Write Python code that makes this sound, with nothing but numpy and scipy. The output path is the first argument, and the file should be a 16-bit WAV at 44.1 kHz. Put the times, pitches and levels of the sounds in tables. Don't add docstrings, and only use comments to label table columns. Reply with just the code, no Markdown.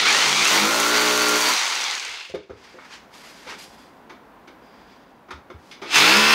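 import sys
import numpy as np
from scipy import signal
from scipy.fft import rfft, irfft
from scipy.io import wavfile
from scipy.ndimage import uniform_filter1d

SR = 44100
rng = np.random.default_rng(int(sys.argv[2]) if len(sys.argv) > 2 else 0)


def pcm_store(signal):
    levels = np.round(np.clip(np.atleast_2d(signal), -1, 1) * 32767)
    wavfile.write(sys.argv[1], SR, levels.astype(np.int16).T)


N = 279594
T = np.arange(N) / SR
FULL_SPEED_HZ = 60
ENGAGE_S, LET_GO_S = 0.13, 0.077

# start t/s, end t/s, blow level at full speed/dB
HAMMERING = [(0.421, 1.505, -33.5), (5.883, 6.5, -36)]


def undb(db):
    return 10 ** (np.asarray(db) / 20)


def unit(x):
    return x / np.sqrt(np.mean(x ** 2))


def curve(table):
    return np.interp(T, *np.transpose(table))


def span(start, end, attack, release):
    return np.clip(np.minimum((T - start) / attack, 1 - (T - end) / release), 0, 1)


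def decay(s, t60, rise=0.00033):
    age = np.clip(T - s, 0, None)
    return (1 - np.exp(-age / rise)) * undb(-60 * age / t60)


def colour(x, points=((20, 0), (20000, 0)), peaks=(), floor_db=-99, size=8192):
    hz = np.arange(1, size // 2 + 2) * SR / size
    outline_hz, outline_db = np.transpose(points)
    gain = undb(np.interp(np.log(hz), np.log(outline_hz), outline_db))
    if len(peaks):
        power = sum(undb(db) ** 2 / (1 + (2 * (hz - f) / w) ** 2) for f, w, db in peaks)
        gain = gain * np.sqrt(undb(floor_db) ** 2 + power)
    cepstrum = irfft(np.log(gain))
    cepstrum[1:size // 2] *= 2
    cepstrum[size // 2 + 1:] = 0
    return signal.fftconvolve(x, irfft(np.exp(rfft(cepstrum))))[:N]


def band(x, lo_hz, hi_hz):
    sos = signal.butter(2, [lo_hz, hi_hz], "bandpass", fs=SR, output="sos")
    return unit(signal.sosfiltfilt(sos, x))


def lift(hz, peaks):
    return 1 + sum(undb(db) / (1 + (2 * (hz - f) / w) ** 2) for f, w, db in peaks)


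def grit(spread_db):
    size = np.minimum(rng.exponential(size=N), 5)
    return rng.standard_normal(N) * undb(spread_db * size)


def walk(rate):
    k = int(SR / rate)
    return unit(uniform_filter1d(uniform_filter1d(rng.standard_normal(N), k), k))


def hum():
    # f/Hz, level/dB
    hum_spectrum = [(26, -45), (45, -10), (109, -19), (205, -8.5), (275, -7), (334, -10.5), (632, -12.5),
                    (714, -11), (1030, -11), (1280, -17.5), (1380, -15.5), (2430, -26), (2880, -28.5),
                    (8240, -45), (15600, -43)]
    # t/s, level/dB
    hum_level = [(0, -37), (2.4, -70.5), (2.6, -54), (3.0, -50), (4.0, -49.5), (5.0, -51), (5.8, -50),
                 (6.34, -40)]
    return unit(colour(rng.standard_normal(N), hum_spectrum)) * undb(curve(hum_level) + 0.77 * walk(2.6))


def room(x):
    t60_s, tail_db = 0.28, -7.5
    tail = (band(rng.standard_normal(N), 85, 10000) * decay(0.0038, t60_s))[:SR // 2]
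    tail = tail / np.sqrt(np.sum(tail ** 2))
    return x + undb(tail_db) * signal.fftconvolve(x, tail)[:N]


def rubbing():
    # peak t/s, swell t60/s, hold/s, fade t60/s, level/dB; dull, bright, ringing parts/dB re it
    rustles = [(2.65, .5, 0.011, 0.85, -54, 2, -19, -5), (2.81, 0.24, 0.068, 0.58, -60, 7, -17, -17),
               (2.934, 0.11, .005, 0.27, -41.5, -2.5, -24, -23),
               (3.142, 0.088, .17, 0.16, -52.5, -1, -9.5, -5), (3.38, 0.35, .01, 0.48, -51, -4, -11, -5),
               (3.506, 0.16, 0.014, 0.22, -41.5, 5.5, -17, -10),
               (3.594, 0.069, .01, 0.57, -45.5, -16, -7.5, -5), (3.79, 0.25, .01, 0.65, -63, 3, -7, 3),
               (4.64, 0.16, 0.15, .5, -69.5, 7, -24, 4), (4.9, .5, .02, 1.0, -63, 2, -29, -1),
               (5.66, 0.36, 0.035, 0.38, -61.5, -8, -10, -6)]
    # f/Hz, width/Hz, level/dB
    sleeve = [(940, 200, 0), (1930, 300, -17)]
    # f/Hz, width/Hz, level/dB
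    scrape_modes = [(3400, 220, -3), (4830, 140, 1)]
    cloth = grit(1.8) * undb(1.6 * walk(60))
    plain = band(cloth, 1680, 6460)
    bright = band(cloth, 5500, 13500)
    dull = band(colour(cloth, peaks=sleeve, floor_db=1), 680, 2490)
    scrape = unit(colour(grit(2.6), peaks=scrape_modes, floor_db=-58.0))
    out = np.zeros(N)
    for s, swell, hold, fade, db, dull_db, bright_db, scrape_db in rustles:
        swell_db = -60 * np.clip((s - T) / swell, 0, 3)
        fade_db = -60 * np.clip((T - s - hold) / fade, 0, 3)
        parts = plain + undb(dull_db) * dull + undb(bright_db) * bright + undb(scrape_db) * scrape
        out += undb(db + swell_db + fade_db) * parts
    return out


def taps():
    # t/s, middle/dB, bass/dB, treble/dB, rattle t60/s
    tap_events = [(2.344, -38.5, -33, -38, 0.092), (2.495, -46, -48, -54, 0.17),
                  (2.7843, -36, -51, -55, 0.078), (3.1244, -62, -66, -58, 0.069),
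                  (3.467, -50, -42, -40, 0.38), (4.0952, -40, -40.5, -43.5, 0.12),
                  (4.1594, -63, -61, -58, 0.06), (4.474, -49, -42, -44, 0.086),
                  (5.2844, -46, -46, -54, 0.11), (5.305, -36.5, -37, -36.5, 0.12),
                  (5.5, -54, -31, -45.5, 0.076), (5.7105, -69, -70, -38, 0.19),
                  (5.8152, -47, -34, -38.5, 0.33)]
    # f/Hz, width/Hz, level/dB
    bit_modes = [(350, 114, 6), (880, 100, -2), (1320, 300, -1), (2220, 350, -1), (3020, 230, -11),
                 (3570, 440, -4.5), (4500, 310, -15.5), (4920, 420, -11.5), (6100, 210, -13),
                 (8750, 150, -12)]
    # f/Hz, level/dB
    bit_outline = [(6000, 9), (8000, -3), (15000, 3)]
    steel = colour(grit(2.0), bit_outline, bit_modes, floor_db=-18)
    low, mid, high = band(steel, 127, 1370), band(steel, 640, 1970), band(steel, 1700, 11700)
    out = np.zeros(N)
    for s, mid_db, low_db, high_db, t60 in tap_events:
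        parts = undb(mid_db) * mid + undb(low_db) * low + undb(high_db) * high
        out += decay(s, t60, 0.0031) * parts
    return out


def board():
    # t/s, ring peak/dB, thud level/dB
    knocks = [(2.08, -46, -55), (2.294, -36.5, -54), (2.34, -22, -46), (2.496, -31, -42),
              (2.505, -33.5, -60), (2.743, -38.5, -70), (2.77, -41, -73), (3.464, -37.5, -51),
              (5.328, -49, -38.5), (5.537, -52, -40), (5.553, -55, -67)]
    # f/Hz, level/dB, t60/s
    modes = [(213, -6, 0.05), (290, -1, .045), (360, 2, .045), (426, 6, 0.045), (507, 8, 0.045),
             (622, 5, 0.035), (870, -14, .03), (1260, -20, .03)]
    level_scatter_db, pitch_scatter = 2.5, 0.062
    rattle = band(rng.standard_normal(N), 200, 530)
    rumble = band(rng.standard_normal(N), 53, 140)
    out = np.zeros(N)
    for s, db, thud_db in knocks:
        age = T - s
        ring = np.zeros(N)
        for f, mode_db, t60 in modes:
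            a, b = rng.standard_normal(2)
            tone = np.sin(2 * np.pi * f * (1 + pitch_scatter * b) * age)
            ring += undb(mode_db + level_scatter_db * a) * tone * decay(s, t60, 0.0034)
        blur = undb(-13) * rattle * decay(s, .1, 0.0044)
        thud = (np.sin(2 * np.pi * 75 * age) + 0.48 * rumble) * decay(s, 0.25, 0.0055)
        out += undb(db) * (ring / np.abs(ring).max() + blur) + undb(thud_db) * thud
    return out


def clutch():
    # t/s, level/dB
    ticks = [(1.5788, -29), (1.694, -27), (1.727, -29), (1.7545, -19), (1.811, -13), (1.8402, -15),
             (1.911, -18), (1.9516, -16.5), (1.9968, -19), (2.049, -20.5), (2.0816, -28), (2.115, -26),
             (2.1574, -30), (2.1999, -32)]
    return band(grit(1.3), 2900, 7800) * sum(undb(db) * decay(s, 0.011, 0.00045) for s, db in ticks)


def speed_gain(rule, hz, engaged):
    full_db, doubling_db, hammering_db = rule
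    return undb(full_db + doubling_db * np.log2(hz / FULL_SPEED_HZ) + hammering_db * engaged)


def loose_parts(turns, jolt, engaged):
    rattle = jolt * grit(2.7) * undb(1.1 * walk(13))
    place = (turns % 1 * 512).astype(int)
    alike = sum(walk(1.53) * row[place] for row in rng.standard_normal((3, 512)))
    alike = alike * np.exp(-(turns % 1) / 1.3)
    return unit(rattle) + undb(-3) * engaged * unit(alike)


def motor_clatter(rattle, hz, engaged):
    # f/Hz, level/dB
    motor_outline = [(290, -45.5), (500, -7), (666, -6), (813, -0.5), (1160, -1), (1250, -3.5), (1740, -2),
                     (2170, -1.5), (3020, -1.5), (3570, -0.5), (7000, -4.5), (9100, -54.5), (15400, -120)]
    # f/Hz, width/Hz, level/dB
    housing_first = [(1344, 190, 3.5), (2100, 410, 1), (4740, 290, -3.5), (5720, 50, 16)]
    # f/Hz, width/Hz, level/dB
    housing_later = [(1450, 380, -6.5), (2162, 270, -6), (2670, 260, -2.5), (3500, 180, -8),
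                     (5100, 200, -6), (5800, 200, -13)]
    # full speed/dB, per doubling/dB, hammering/dB
    edge_rule = (-1.5, 1.67, -1.9)
    # full speed/dB, per doubling/dB, hammering/dB
    growl_rule = (-5, 2.24, 0.34)
    later = np.clip((T - 1.9) / .3, 0, 1)
    first_sound = unit(colour(rattle, motor_outline, housing_first, floor_db=0.5))
    later_sound = unit(colour(rattle, motor_outline, housing_later, floor_db=-9.5))
    clatter = (1 - later) * first_sound + later * later_sound
    middle = .8 * band(clatter, 1840, 4120)
    edge = 0.53 * speed_gain(edge_rule, hz, engaged) * band(clatter, 3915, 5480)
    growl = speed_gain(growl_rule, hz, engaged) * undb(0.4 * walk(15)) * band(clatter, 640, 1800)
    return middle + edge + growl


def fan_hiss(jolt, hz, engaged):
    # f/Hz, level/dB
    fan_outline = [(3240, -31.5), (5500, -6.5), (6180, -2), (7730, -10.5), (14000, -17.5)]
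    # full speed/dB, per doubling/dB, hammering/dB
    fan_rule = (-5, 3.66, -1.5)
    # full speed/dB, per doubling/dB, hammering/dB
    top_rule = (-22.5, 4.6, 7.3)
    starts = (rng.random(N) < 45 / SR) * rng.exponential(size=N)
    chips = signal.lfilter([1], [1, -.993], starts)
    air = colour((jolt + 0.44 * chips) * grit(1.1) * undb(0.41 * walk(30)), fan_outline)
    hiss = speed_gain(fan_rule, hz, engaged) * band(air, 3300, 9700)
    return hiss + speed_gain(top_rule, hz, engaged) * band(air, 9500, 18000)


def grinding(jolt, hz, engaged):
    # f/Hz, level/dB
    grind_outline = [(60, -39), (150, -19), (300, -3), (500, 2.5), (900, -3.5), (1500, -5), (3000, -26)]
    # full speed/dB, per doubling/dB, hammering/dB
    grind_rule = (-16, 0.96, 1.7)
    noise = unit(colour(jolt * grit(0.7), grind_outline))
    return noise * speed_gain(grind_rule, hz, engaged) * undb(0.9 * walk(12))


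def whines(turns, hz, jolt, engaged, driven):
    # f/Hz, width/Hz, level/dB above the rest
    gearbox = [(2300, 1000, 9), (3674, 820, 2.5), (4624, 170, 5.5), (5020, 150, 12.5)]
    # full speed/dB, per doubling/dB, hammering/dB
    gear_rule = (-18, 0.1, 1.5)
    # full speed/dB, per doubling/dB, hammering/dB
    commutator_rule = (-24.5, -4, -3)
    strain_db_per_hz_s = -0.1023
    slack_rad = 0.53 + .4 * np.clip(1 - hz / FULL_SPEED_HZ, 0, 1)
    out = np.zeros(N)
    for multiple, rule in ((74.3, gear_rule), (110, commutator_rule)):
        tone = np.sin(2 * np.pi * multiple * turns + slack_rad * walk(250))
        gain = speed_gain(rule, hz, engaged) * lift(multiple * hz, gearbox)
        out += gain * jolt * undb(4.0 * walk(45)) * tone
    gaining = np.clip(uniform_filter1d(np.gradient(hz) * SR, size=2000), 0, 100)
    trigger_db = driven - 1.5
    load_db = strain_db_per_hz_s * gaining * engaged
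    return out * undb(trigger_db + load_db) * np.clip(hz / 17, 0, 1) ** 4


def shaft_hum(turns):
    # start t/s, end t/s, level/dB
    leaning = (0.12, .43, -40)
    start, end, db = leaning
    armature = np.sin(2 * np.pi * 5.0 * turns)
    second_shaft = 1.1 * np.sin(2 * np.pi * 6.9 * turns)
    return undb(db) * span(start, end, 0.16, 0.074) ** 3 * (armature + second_shaft)


def blows(turns, hz):
    # multiple of the blow rate, level/dB
    hole_1 = [(1, -18), (2, -22), (3, -11), (4, -5.5), (5, -8.5), (6, -7.5), (7, -6), (8, -19), (9, -6),
              (10, -5), (11, -10), (12, -21), (13, -31), (14, -6), (15, -3), (16, -12), (17, -15), (18, -2),
              (19, -4.5), (20, -18), (21, -20), (22, -11.5), (23, -0.5), (24, -6), (25, -2), (26, -15)]
    # multiple of the blow rate, level/dB
    hole_2 = [(1, -15.5), (2, -9), (3, 0.5), (4, -8.5), (5, -4.5), (6, -3.5), (7, -3), (8, -4), (9, -6),
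              (10, 0), (11, -6), (12, -9), (13, -19), (14, 2), (15, -18), (16, -12), (17, -7), (18, -9),
              (19, 0), (20, -2), (21, -1), (22, -6), (23, -18), (24, -20), (25, 3.5), (26, -18)]
    # f/Hz, width/Hz, level/dB above the rest
    wall = [(210, 7.5, 11), (319, 37, 12.5), (428, 26, 7.5), (485, 30, 6.5), (629, 37, 6.5),
            (1383, 92, 3.5)]
    out = np.zeros(N)
    for (k, first_db), (_, second_db) in zip(hole_1, hole_2):
        phase = 2 * np.pi * (k * turns + rng.random()) + 0.0066 * k * walk(29.83)
        wave = np.sin(phase) * undb(1.4 * walk(12.0))
        out += undb(np.where(T < 4, first_db, second_db)) * lift(k * hz, wall) * wave
    return out


def hammer(turns, hz, jolt):
    strength = sum(undb(db) * span(a, b, ENGAGE_S, LET_GO_S) ** 2 for a, b, db in HAMMERING)
    strength = strength * (hz / FULL_SPEED_HZ) ** 0.74
    shank = band(jolt ** 2 * grit(3.0), 14550, 15150) * undb(3 * walk(40))
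    return strength * (blows(turns, hz) + undb(-38) * shank)


def drill():
    # t/s, piston blow rate f/Hz
    speed = [(0, 17), (.05, 19), (.15, 24.8), (.22, 27.3), (.42, 32.3), (.5, 39), (.596, 50.4),
             (.726, 56.7), (.79, 58.4), (.936, 60.7), (1.09, 60.9), (1.32, 60.4), (1.5, 63), (1.54, 55),
             (1.65, 47), (1.8, 34.5), (2.04, 19), (2.4, 6), (5.88, 8), (5.98, 48), (6.01, 49), (6.11, 65),
             (6.19, 70.8), (6.34, 74.2)]
    # t/s, level/dB
    motor_level = [(0, -23), (.06, -18.5), (.15, -16), (.36, -18), (.5, -17), (.67, -21.5), (1.07, -22),
                   (1.42, -22.5), (1.49, -21), (1.57, -23), (1.93, -28), (2.15, -35), (2.31, -41.5),
                   (2.38, -51.5), (2.6, -78), (5.8, -86), (5.85, -52), (5.88, -38), (5.958, -14.5),
                   (6.01, -18.5), (6.25, -22.5), (6.34, -22)]
    # start t/s, end t/s
    trigger_held = [(0, 1.46), (5.9, 6.5)]
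    # start t/s, end t/s, level/dB re the motor
    withdraw = (1.37, 1.513, -11.5)
    hz = curve(speed)
    turns = np.cumsum(hz * (1 + .002 * walk(25))) / SR
    engaged = sum(span(a, b, ENGAGE_S, LET_GO_S) for a, b, _ in HAMMERING)
    driven = sum(span(a, b, 0.033, LET_GO_S) for a, b in trigger_held)
    jolt = 1 + .5 * np.exp(-(turns % 1) / 0.057) + 0.38 * np.exp(-(2 * turns % 1) / 0.23)
    rattle = loose_parts(turns, jolt, engaged)
    drum = driven * band(rattle, 256, 520) * undb(-20)
    start, end, back_db = withdraw
    back = span(start, end, 0.02, 0.019)
    hole_rattle = back * undb(back_db + 3.1 * walk(30)) * band(rattle, 960, 1010)
    machine = motor_clatter(rattle, hz, engaged) + drum + hole_rattle
    machine = machine + fan_hiss(jolt, hz, engaged) + grinding(jolt, hz, engaged)
    machine = machine + whines(turns, hz, jolt, engaged, driven)
    struck = hammer(turns, hz, jolt) * undb(-5 * back)
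    return struck + shaft_hum(turns) + undb(curve(motor_level)) * machine


def scene():
    mono = hum() + rubbing() + room(taps() + board() + clutch()) + drill()
    return np.array([mono, mono])


def record(dry):
    dry = signal.sosfilt(signal.butter(4, 48, "highpass", fs=SR, output="sos"), dry)
    rounded = np.tanh(.8 * dry) / .8
    return signal.sosfilt(signal.ellip(12, .2, 80, 15700, fs=SR, output="sos"), rounded)


dry = scene()
out = record(dry)
pcm_store(out)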